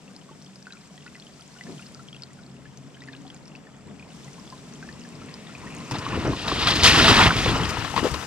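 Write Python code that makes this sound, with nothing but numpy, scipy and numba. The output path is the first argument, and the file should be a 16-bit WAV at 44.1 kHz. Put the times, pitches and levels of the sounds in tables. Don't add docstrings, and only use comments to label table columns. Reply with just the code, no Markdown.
import sys
import numpy as np
from scipy import signal
from scipy.fft import rfft, irfft, next_fast_len
from scipy.io import wavfile
from scipy.ndimage import uniform_filter1d
from numba import njit

SR = 44100
rng = np.random.default_rng(int(sys.argv[2]) if len(sys.argv) > 2 else 0)


def inscribe(sig):
    pcm = np.round(np.clip(np.atleast_2d(sig).T, -1, 1) * 32767)
    wavfile.write(sys.argv[1], SR, pcm.astype(np.int16))


N = 364266

# (time [s], weight [dB], thrown water [dB], mud depth [dB], water fineness [dB])
TYRE_FADERS = [(5.1, -30, -57, 0, -12), (5.55, -69, -63.5, -9, -14), (5.62, -42.5, -67, -2, -2),
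               (5.9, -61, -63, 8, -4), (5.92, -31.5, -57, 6, 5), (6.02, -43, -50, 6.5, -4),
               (6.16, -32, -47, 4, 3), (6.3, -28, -47, -2.5, 6), (6.39, -38.5, -46, 1, 16),
               (6.56, -33, -38, 3.5, 14), (6.82, -27, -32.5, -1, 14.5), (6.85, -25, -23, 2, 14.5),
               (6.95, -24, -20.5, 0.5, 8), (7.08, -22, -21, 1, 4.5), (7.27, -21.5, -22.5, 3, -5),
               (7.31, -30.5, -35, 3.5, -6), (7.42, -30.5, -31, -1.5, -2), (7.56, -29, -38, 4.5, 2),
               (7.82, -38, -44.5, 3.5, -18), (7.91, -41, -45, 3, -7), (8.05, -32, -49, 3, 3),
               (8.26, -46.5, -47.5, 6.5, -5)]
# (time [s], level [dB], hold [s], brightness step from layer to layer [dB])
SPURTS = [(5.91, -42, 0.0084, 6), (5.938, -38.5, 0.026, -2.5), (5.983, -48, 0.009, 7.5),
          (6.146, -40, 0.018, -12.5), (6.251, -40, 0.037, -16), (6.317, -43, 0.0062, -14),
          (6.476, -31.5, 0.021, -2.5), (6.59, -32, 0.042, -1), (6.67, -27, 0.038, 0.5),
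          (6.754, -34, 0.0089, 6.5), (6.833, -28.5, 0.047, 9.5), (6.978, -29, 0.0099, 1),
          (7.043, -22, 0.0064, 0.5), (7.079, -17.5, 0.032, -1), (7.192, -23, 0.028, -0.5),
          (7.259, -29, 0.0082, -5), (7.364, -35, 0.031, 2.5), (7.402, -44, 0.024, 5),
          (7.455, -30, 0.045, -7), (7.584, -38, 0.012, -8), (7.641, -35, 0.0095, 0),
          (7.688, -43.5, 0.016, 7.5), (7.77, -43.5, 0.061, 0), (7.84, -33.5, 0.011, -5),
          (7.96, -29, 0.033, -4), (8.036, -35, 0.044, -1.5), (8.11, -50, 0.0053, 8),
          (8.138, -33, 0.0069, -2)]
# (thud [dB], squelch [dB], splash [dB], spray [dB])
SPURT_TRIMS = [-8, -2, -3.5, -9]
# (time [s], level [dB])
GRIT_FADER = [(4.6, -66.5), (5.05, -61.5), (5.3, -58), (5.5, -60), (5.65, -50), (5.88, -49.5), (6.0, -45.5),
              (6.15, -38), (6.3, -48), (6.5, -51), (6.8, -62)]
# (time [s], left minus right [dB])
BIKE_PAN = [(5.3, 0.5), (6.22, 0.5), (6.5, 0), (7.31, -1.5), (7.62, 1.5), (7.81, 5.5), (8.26, 7)]
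# (time [s], level
# [dB], pitch [Hz])
STONE_HITS = [(0.312, -37, 334), (5.911, -25.5, 5450), (5.912, -21, 924), (5.953, -21.5, 830),
              (6.065, -17, 1140), (6.175, -17.5, 463), (6.251, -17, 364), (6.256, -17.5, 885),
              (6.265, -19, 335), (6.278, -13.5, 342), (6.331, -22, 340), (6.333, -18.5, 1060),
              (6.482, -16, 3830), (6.517, -13.5, 1140), (6.523, -15.5, 374), (6.591, -23, 3660),
              (6.687, -7.5, 3340), (6.708, -14, 4030), (6.726, -17, 1100), (6.758, -18, 301),
              (6.834, -12, 3600), (6.998, -6.5, 1390), (7.045, -7, 1500), (7.107, -8, 316),
              (7.113, -8, 1090), (7.178, -11, 1280), (7.215, -9, 2510), (7.265, -17, 4230),
              (7.303, -14, 1310), (7.307, -7, 1500), (7.314, -15, 1100), (7.39, -18, 3500),
              (7.462, -13, 480), (7.49, -16, 3340), (7.493, -17, 344), (7.51, -22, 1200), (7.6, -18, 910),
              (7.635, -19, 3230), (7.771, -21, 960), (7.848, -22, 1100), (7.941, -17, 850),
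              (7.964, -12, 960), (7.978, -8.5, 1070), (7.992, -17, 1030), (8.029, -12, 298),
              (8.045, -11.5, 347), (8.053, -9, 500), (8.067, -13.5, 430), (8.144, -18.5, 1010)]
TYRE_BOOMS = [(6.72, -26, 55), (7.08, -18, 109), (7.25, -19, 55), (8.111, -26.5, 62)]
BUBBLE_POPS = [(0.079, -40, 2660), (0.164, -33.5, 4930), (0.29, -43.5, 1100), (0.314, -45.5, 870),
               (0.423, -37, 5550), (0.464, -40.5, 3170), (0.558, -36, 5000), (0.656, -43, 2590),
               (0.669, -33, 1476), (0.705, -41, 1554), (0.724, -30.5, 3900), (0.733, -43, 1420),
               (0.753, -46, 1370), (0.817, -45, 4030), (0.833, -51, 2080), (0.942, -47, 720),
               (0.978, -45, 1890), (1.064, -36, 1436), (1.066, -40, 1880), (1.154, -37.5, 1970),
               (1.199, -35.5, 4220), (1.223, -37, 3360), (1.268, -37.5, 3040), (1.395, -46.5, 1310),
               (1.562, -43.5, 1440), (1.587, -40, 2840), (1.61, -31, 1965), (1.668, -40, 1750),
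               (1.781, -40, 3080), (1.794, -44, 1380), (1.794, -40, 2460), (1.824, -38.5, 2750),
               (1.862, -40, 4290), (1.952, -44, 1310), (1.994, -40, 1330), (2.085, -34.5, 3160),
               (2.129, -33, 3180), (2.146, -36.5, 2710), (2.165, -36, 3150), (2.198, -47, 2450),
               (2.222, -29, 4900), (2.229, -47, 1360), (2.235, -27.5, 4250), (2.305, -47, 1900),
               (2.39, -45, 1430), (2.655, -40.5, 1700), (2.774, -34, 6000), (2.95, -43.5, 3100),
               (2.968, -45, 1650), (3.006, -38.5, 3630), (3.02, -37, 1920), (3.076, -41, 2000),
               (3.086, -32.5, 1760), (3.134, -40, 2450), (3.137, -41.5, 1620), (3.25, -42, 752),
               (3.267, -41, 3380), (3.302, -32.5, 3170), (3.456, -39, 5200), (3.48, -37, 5400),
               (3.552, -34, 2600), (3.669, -42.5, 1760), (3.996, -38, 2440), (4.026, -38, 2450),
               (4.279, -41, 1970), (4.332, -36.5, 5800), (4.383, -43, 1035), (4.476, -39.5, 3360),
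               (4.502, -36, 4800), (4.525, -34, 1014), (4.827, -33, 1550), (4.889, -33, 1750),
               (5.016, -42, 2850), (5.05, -39.5, 1720), (5.217, -38, 1310), (5.287, -44, 1880),
               (5.341, -28.5, 4900), (5.468, -42, 1870), (5.492, -40.5, 1360), (5.551, -32.5, 2450),
               (5.633, -43, 990), (5.651, -40, 950), (5.669, -34, 1850), (5.748, -40, 2040),
               (5.806, -37, 1025)]
WATER_TICKS = [(0.2144, -42, 3040), (0.626, -42.5, 4780), (0.707, -40, 2550), (0.771, -42, 2420),
               (0.8579, -48, 4810), (0.9782, -39, 3330), (1.0066, -42, 3210), (1.0234, -43, 2790),
               (1.062, -44, 3770), (1.0783, -38, 2600), (1.1483, -39, 2510), (1.1644, -40, 5400),
               (1.409, -36, 4700), (1.4204, -41, 3270), (1.6377, -34, 5380), (1.947, -32, 4890),
               (2.3323, -37, 7250), (2.4354, -44, 3940), (2.4638, -42, 4390), (2.5664, -44, 2700),
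               (2.945, -41, 3060), (3.0375, -42, 2540), (3.1504, -39, 2800), (3.165, -39, 4050),
               (3.279, -37, 4000), (3.3456, -36, 7030), (3.3633, -42, 4760), (3.473, -41, 5470),
               (3.518, -44, 2790), (4.1046, -39.5, 2880), (4.579, -39, 3770), (4.8858, -43, 5360),
               (4.927, -36, 4350), (5.2859, -38, 2680), (5.471, -36, 3650), (5.7415, -37, 2570),
               (5.7872, -37, 2720), (0.8744, -44, 6650), (0.9582, -41, 6090), (3.0204, -41, 4890),
               (3.0375, -39, 5400), (3.1314, -34.5, 3600), (5.009, -37, 5200), (4.756, -41, 3150),
               (3.56, -40, 4770), (5.7498, -30, 7740)]
# (frequency [Hz], relative level [dB])
THUD_EQ = [(12, -67), (20, -11), (50, -0.5), (114, 3), (151, 1), (343, -1), (375, -6), (700, -13.5),
           (910, -55), (1540, -120)]
SQUELCH_EQ = [(260, -14.5), (450, 8), (537, -1), (701, 3), (928, 6.5), (1310, 8), (2300, -7.5), (2990, 6),
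              (5060, -120)]
SPLASH_EQ = [(1060, -21), (1800, 7.5), (2280, 2), (2470, 4), (3910, 3.5), (5200, -3.5), (6760, -30),
             (11400, -120)]
SPRAY_EQ = [(2820, -16.5), (4800, -2.5), (7930, -12), (8840, -15), (10000, -20), (12200, -20.5),
            (15600, -30)]
GRIT_EQ = [(290, -40), (500, -1), (764, -14), (909, -5.5), (1010, 3), (1530, -11.5), (1840, -6), (2230, -4),
           (2650, -2), (3400, -22), (5000, -23), (6500, -45), (11000, -120)]
DRONE_EQ = [(85, -37), (145, 0), (273, -7), (346, -12.5), (433, -12.5), (606, -27.5), (700, -19),
            (910, -55), (1540, -120)]
WATER_EQ = [(240, -28), (400, 2), (762, -2.5), (865, -4), (1030, -4), (1520, -9), (3500, -13.5),
            (4550, -42), (7700, -120)]
RUMBLE_EQ = [(12, -80), (20, -27), (66, -2), (102, -1), (110, -6), (140, -4), (240, -120)]
LEAF_EQ = [(1650, -6.5), (2800, -6), (4070, -6.5), (5420, -4), (6490, -7), (7650, -5), (8770, -11.5),
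           (10900, -21), (12500, -20), (14900, -45), (15600, -62)]
# (time [s], tyre drone [dB], lowest hum [dB], leaf hiss [dB])
FAR_FADERS = [(0, -47.5, -74, -56.5), (.5, -52.5, -61.5, -56.5), (1.5, -50.5, -66, -54),
              (1.75, -50.5, -52, -49.5), (2.1, -51, -49.5, -57), (2.6, -49.5, -50.5, -59),
              (3.3, -48.5, -48.5, -57.5), (3.6, -47, -72, -60), (3.75, -52, -56, -60.5),
              (4.08, -46.5, -57, -57), (4.16, -47.5, -54, -51.5), (4.9, -45.5, -62, -52.5),
              (5.4, -44.5, -63, -53), (5.9, -41.5, -69, -47.5), (8.26, -51, -51, -45)]
# (peak time [s], level [dB])
FAR_THUMPS = [(1.7, -36), (3.91, -39), (4.17, -50)]
# (pitch [Hz], width [Hz])
HUM_BANDS = [(135.3, 6.7), (195, 6.8), (238, 10), (270, 23)]
# (time [s], second hum [dB], third hum [dB], fourth hum [dB])
HUM_FADERS = [(0, -54.5, -76, -63), (.8, -52.5, -70, -74), (1.2, -60.5, -57.5, -72), (1.6, -67, -60, -74),
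              (2.0, -50.5, -56.5, -72), (2.4, -54.5, -60.5, -69), (2.9, -62, -61, -57.5),
              (3.25, -64, -56, -45), (3.4, -63, -63, -66), (3.9, -61, -64, -63), (4.4, -65.5, -66, -76),
              (5.1, -64, -49, -70), (5.9, -67, -59, -70)]
# (pitch [Hz], width [Hz], level [dB])
INSECT_BAND = (7560, 600, -71)
# (frequency [Hz], left minus right [dB])
STEREO_BALANCE = [(60, 2), (110, 3), (200, 2.5), (380, 1), (700, 0), (1290, 1), (2380, 3), (4400, 3.5),
                  (8120, 2.5), (15000, -2.5)]
# (frequency [Hz], left lead [rad])
STEREO_PHASE = [(0, -2), (430, 0.21), (4570, -1.46), (5510, -1.4), (5860, -1.4), (6720, -1.5), (7840, -2.5),
                (8700, -1.6), (9650, -1.5), (11400, -2.5), (13100, -2.5), (13700, -1), (14400, -7),
                (15300, -7.5)]

TIME = np.arange(N) / SR
ENTERS_S, ARRIVES_S, PASSES_S = TYRE_FADERS[0][0], 5.9, 7.57


def bike():
    weight_db, water_db, mud_db, fine_db = curves(TYRE_FADERS)
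    squelch_db = weight_db + 0.42 * (water_db - weight_db) + mud_db - 2.65
    behind_db = 5.5 * (1 + np.tanh((TIME - PASSES_S) / 1.1)) / 2
    spray_db = 0.81 * water_db + 0.19 * fine_db + behind_db - 16
    gains = add_spurts([weight_db, squelch_db, water_db, spray_db])
    layers = thud(), squelch(), splash(fine_db), spray()
    tyres = sum(gain * layer for gain, layer in zip(gains, layers))
    tyres += gurgles(water_gain=np.hypot(gains[1], gains[2]))
    fade_in = np.clip((TIME - ENTERS_S) / 0.3, 0, 1)
    pan_db, = curves(BIKE_PAN)
    return (fade_in * tyres + grit() + stone_knocks() + tyre_booms()) * undb([pan_db / 2, -pan_db / 2])


def add_spurts(faders_db):
    s, db, hold, bright_db = np.transpose(SPURTS)
    gains = []
    for k, (fader_db, trim_db) in enumerate(zip(faders_db, SPURT_TRIMS)):
        spurt_db = db + trim_db + (k - 1.25) * bright_db
        spurts = swells(s, spurt_db, attack=0.0015, hold=hold, release=0.003 + 0.13 * hold)
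        gains.append(np.sqrt(undb(fader_db) ** 2 + spurts))
    return gains


def thud():
    body = wide(lambda: grains(ENTERS_S, 500, (40.3, 736), THUD_EQ,
                               cycles=4.1, spread_db=1.55, noise=6.2, clump_db=1.8), 0.94)
    closeness = np.exp(-((TIME - 7.5) / 0.52) ** 2)
    return tilt(body, 74, low_db=12 * closeness - 6, high_db=0)


def squelch():
    mud = wide(lambda: grains(ENTERS_S, 1800, (403, 2533), SQUELCH_EQ,
                              cycles=7.9, spread_db=2.1, noise=1.98, clump_db=1), 0.85)
    return mud * undb(slosh_db())


def splash(fine_db):
    water = wide(lambda: grains(ENTERS_S, 2000, (1584, 5470), SPLASH_EQ,
                                cycles=9.2, spread_db=3.6, noise=2.17, clump_db=1.2), 0.95)
    return tilt(water, 3000, low_db=slosh_db() - fine_db / 2, high_db=slosh_db() + fine_db / 2)


def slosh_db():
    return 1.7 * walk(36)


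def spray():
    fizz = wide(lambda: grains(ENTERS_S, 2200, (4360, 13060), SPRAY_EQ,
                               cycles=14, spread_db=2.2, noise=0.82, clump_db=0.84), 0.62)
    return tilt(fizz, 11200, low_db=0, high_db=8.5 * np.tanh((TIME - PASSES_S) / 0.48))


def gurgles(water_gain, per_s=200):
    span = N / SR - ENTERS_S
    when, pitch, softness, length = rng.random((int(span * per_s), 4)).T
    s, hz = ENTERS_S + when * span, 600 * 6.52 ** pitch
    db = 20 * np.log10(water_gain[(s * SR).astype(int)]) + 3 - 12 * softness
    return ring(s, db, hz, t60=45 * (0.5 + length) / hz, glide=0.037, rise=6.4)


def grit():
    level_db, = curves(GRIT_FADER)
    return undb(level_db) * grains(GRIT_FADER[0][0], 2000, (700, 3570), GRIT_EQ,
                                   cycles=7.3, spread_db=3.2, noise=0.87, clump_db=1.6)


def stone_knocks():
    s, db, hz = np.transpose(STONE_HITS)
    t60 = 0.017 + 4.7 / hz
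    knocks = ring(s, db, hz, t60, rise=1.4)
    clatter = cluster(s, db - 12, 1.98 * hz, t60 / 3, count=6, spread_s=0.006, octaves=2.12, drop_db=12)
    return tilt(knocks + clatter, 196, low_db=-25, high_db=0)


def tyre_booms():
    return ring(*np.transpose(TYRE_BOOMS), t60=0.26, glide=0.11, rise=4)


def trickle():
    s, db, hz = np.transpose(BUBBLE_POPS)
    t60 = 77 / hz * (2000 / np.maximum(hz, 2000)) ** 0.41
    pan_db = 1.2 * rng.standard_normal(len(s))
    sides = []
    for side_db in (db + pan_db / 2, db - pan_db / 2):
        tick = ring(s, side_db - 11, 1.6 * hz, t60=12 / hz, rise=11)
        note = ring(s, side_db, hz, t60, glide=0.015, rise=2.4)
        snap = ring(s, side_db - 6.5, hz=4540, t60=0.0053, rise=3.4)
        sides.append(tick + note + snap)
    droplets = cluster(s + 0.004, db - 9, hz, t60 * 1.5, count=2, spread_s=0.02, octaves=0.25, drop_db=9)
    splatter = cluster(s, db - 7, hz, t60 / 3, count=3, spread_s=0.012, octaves=1.3, drop_db=8)
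    return np.array(sides) + droplets + splatter + faint_pops(s)


def faint_pops(pop_s, per_s=70):
    parent, pitch, size, delay = rng.random((int(N / SR * per_s), 4)).T
    s = pop_s[(parent * len(pop_s)).astype(int)] + 0.12 * delay
    db = np.minimum(-56 - 2.2 * np.log(1 - size), -44)
    hz = 1100 * 5.54 ** pitch
    return ring(s, db, hz, t60=30 / hz, glide=0.031, rise=2.1)


def water_ticks():
    s, db, hz = np.transpose(WATER_TICKS)
    snaps = cluster(s, db - 6, hz, 18 / hz, count=3, spread_s=0.005, octaves=0.5, drop_db=0)
    return ring(s, db, hz, t60=44 / hz, rise=2.6) + snaps


def background():
    drone_db, hum_db, leaf_db = curves(FAR_FADERS)
    approach_s = np.minimum(TIME, ARRIVES_S)
    s, db = np.transpose(FAR_THUMPS)
    thumps = swells(s - 0.074, db, attack=0.074, hold=0, release=0.026)
    water_db = -57 + 0.4 * (drone_db - FAR_FADERS[0][1]) + 0.79 * approach_s
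    water_gain = np.sqrt(undb(water_db) ** 2 + undb(-14) ** 2 * thumps)
    drone_gain = np.sqrt(undb(drone_db) ** 2 + thumps)
    return (undb(-68 + 2 * approach_s) * rumble() + insects() + water_gain * running_water()
            + undb(leaf_db) * leaf_hiss() + hums(hum_db) + drone_gain * tyre_drone())


def tyre_drone():
    return wide(lambda: wavering_noise(DRONE_EQ, flicker_db=0.98), 0.79)


def hums(lowest_db):
    faders = [lowest_db] + curves(HUM_FADERS)
    return sum(undb(db) * wide(lambda: narrow(*band), 0.83) for db, band in zip(faders, HUM_BANDS))


def running_water():
    return wide(lambda: grains(0, 300, (509, 3880), WATER_EQ,
                               cycles=14.8, spread_db=2.3, noise=2.23, clump_db=0.88), 0.64)


def leaf_hiss():
    return wide(lambda: grains(0, 170, (2940, 10340), LEAF_EQ,
                               cycles=28, spread_db=6.8, noise=3.26, clump_db=0.63), 0.47)


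def rumble():
    return wide(lambda: wavering_noise(RUMBLE_EQ, flicker_db=3), 0.8)


def insects():
    hz, width, db = INSECT_BAND
    return undb(db + 1.5 * walk(3)) * wide(lambda: narrow(hz, width), 0)


def grains(start_s, per_s, band_hz, eq, cycles, spread_db, noise, clump_db):
    low, high = band_hz
    span = N / SR - start_s
    when, pitch, size, length = rng.random((int(span * 2500), 4))[:int(per_s * span)].T
    hz = low * (high / low) ** pitch
    turns = cycles * 4 ** length
    db = spread_db * np.minimum(-np.log(1 - size), 4.3)
    db += 20 * np.log10(hz / high) - 10 * np.log10(turns)
    cloud = ring(start_s + when * span, db, hz, turns / hz, glide=0.039)
    cloud /= np.std(cloud[int(start_s * SR):])
    texture = colour(cloud + noise * rng.standard_normal(N), eq)
    return unit(texture * undb(clump_db * walk(70)))


def cluster(s, db, hz, t60, count, spread_s, octaves, drop_db):
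    late, pitch, softness = rng.random((len(s), count, 3)).T.reshape(3, -1)
    s, db, hz, t60 = (np.tile(v, count) for v in (s, db, hz, t60))
    hz = np.minimum(hz * 2 ** (octaves * (pitch - 0.3)), 12000)
    return ring(s + spread_s * late ** 2, db - drop_db * (softness + late), hz, t60, glide=0.011)


def ring(s, db, hz, t60, glide=0.0, rise=6.0):
    hz, t60 = np.full(len(s), hz), np.full(len(s), t60)
    decay = np.clip(np.log(1000) / (t60 * SR), 1e-4, 0.5)
    return damped_sines(s * SR, 2 * np.pi * hz / SR, decay, undb(db), float(glide), float(rise))


@njit
def damped_sines(starts, steps, decays, sizes, glide, rise):
    out = np.zeros(N)
    for start, step, decay, size in zip(starts, steps, decays, sizes):
        phase = 0.0
        for i in range(int(start), min(int(start) + int(5 / decay), N)):
            out[i] += size * min(phase / rise, 1.0) * np.sin(phase)
            phase += step
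            step *= 1 + glide * decay
            size *= 1 - decay
    return out


def swells(s, db, attack, hold, release):
    t = np.arange(SR) / SR
    power = np.zeros(N + SR)
    for at, peak, stay, fall in np.broadcast(s, undb(db) ** 2, hold, release):
        i = int(at * SR)
        tail = np.exp(-np.maximum(t - attack - stay, 0) / fall)
        power[i:i + SR] += peak * np.minimum(t / attack, 1) ** 2 * tail
    return power[:N]


def wavering_noise(eq, flicker_db):
    return colour(rng.standard_normal(N), eq) * undb(flicker_db * walk(11))


def narrow(hz, width):
    band = signal.butter(1, [hz - width / 2, hz + width / 2], "band", fs=SR, output="sos")
    return unit(signal.sosfilt(band, signal.sosfilt(band, rng.standard_normal(N))))


def walk(rate):
    hold = int(SR / rate)
    steps = np.repeat(rng.standard_normal(N // hold + 1), hold)
    return 1.3 * uniform_filter1d(uniform_filter1d(steps, hold), hold)[:N]


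def wide(make, shared):
    return np.sqrt(shared) * make() + np.sqrt(1 - shared) * np.array([make(), make()])


def tilt(x, hz, low_db, high_db):
    low, high = (signal.sosfilt(signal.butter(2, hz, kind, fs=SR, output="sos"), x)
                 for kind in ("low", "high"))
    return undb(low_db) * low - undb(high_db) * high


def colour(x, eq, size=4096):
    cepstrum = irfft(np.log(undb(on_hz(eq, size))))
    cepstrum[1:size // 2] *= 2
    cepstrum[size // 2 + 1:] = 0
    impulse = irfft(np.exp(rfft(cepstrum)))
    return unit(signal.fftconvolve(x, impulse)[:N])


def on_hz(table, size):
    hz, value = np.transpose(table)
    return np.interp(np.log(np.arange(size // 2 + 1) * SR / size + 1), np.log(hz + 1), value)


def curves(table):
    s, *columns = np.transpose(table)
    return [np.interp(TIME, s, column) for column in columns]


def undb(db):
    return 10 ** (np.asarray(db) / 20)


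def unit(x):
    return x / np.sqrt(np.mean(x ** 2))


def scene():
    return background() + trickle() + water_ticks() + bike()


def record(dry):
    size = next_fast_len(N + SR // 10)
    size += size % 2
    offset = (np.log(undb(on_hz(STEREO_BALANCE, size))) + 1j * on_hz(STEREO_PHASE, size)) / 2
    sides = irfft(rfft(dry, size) * np.exp([offset, -offset]), size)[:, :N]
    top_cut = signal.ellip(12, 0.2, 100, 15725, fs=SR, output="sos")
    return signal.sosfilt(top_cut, np.tanh(0.8 * sides) / 0.8)


dry = scene()
out = record(dry)
inscribe(out)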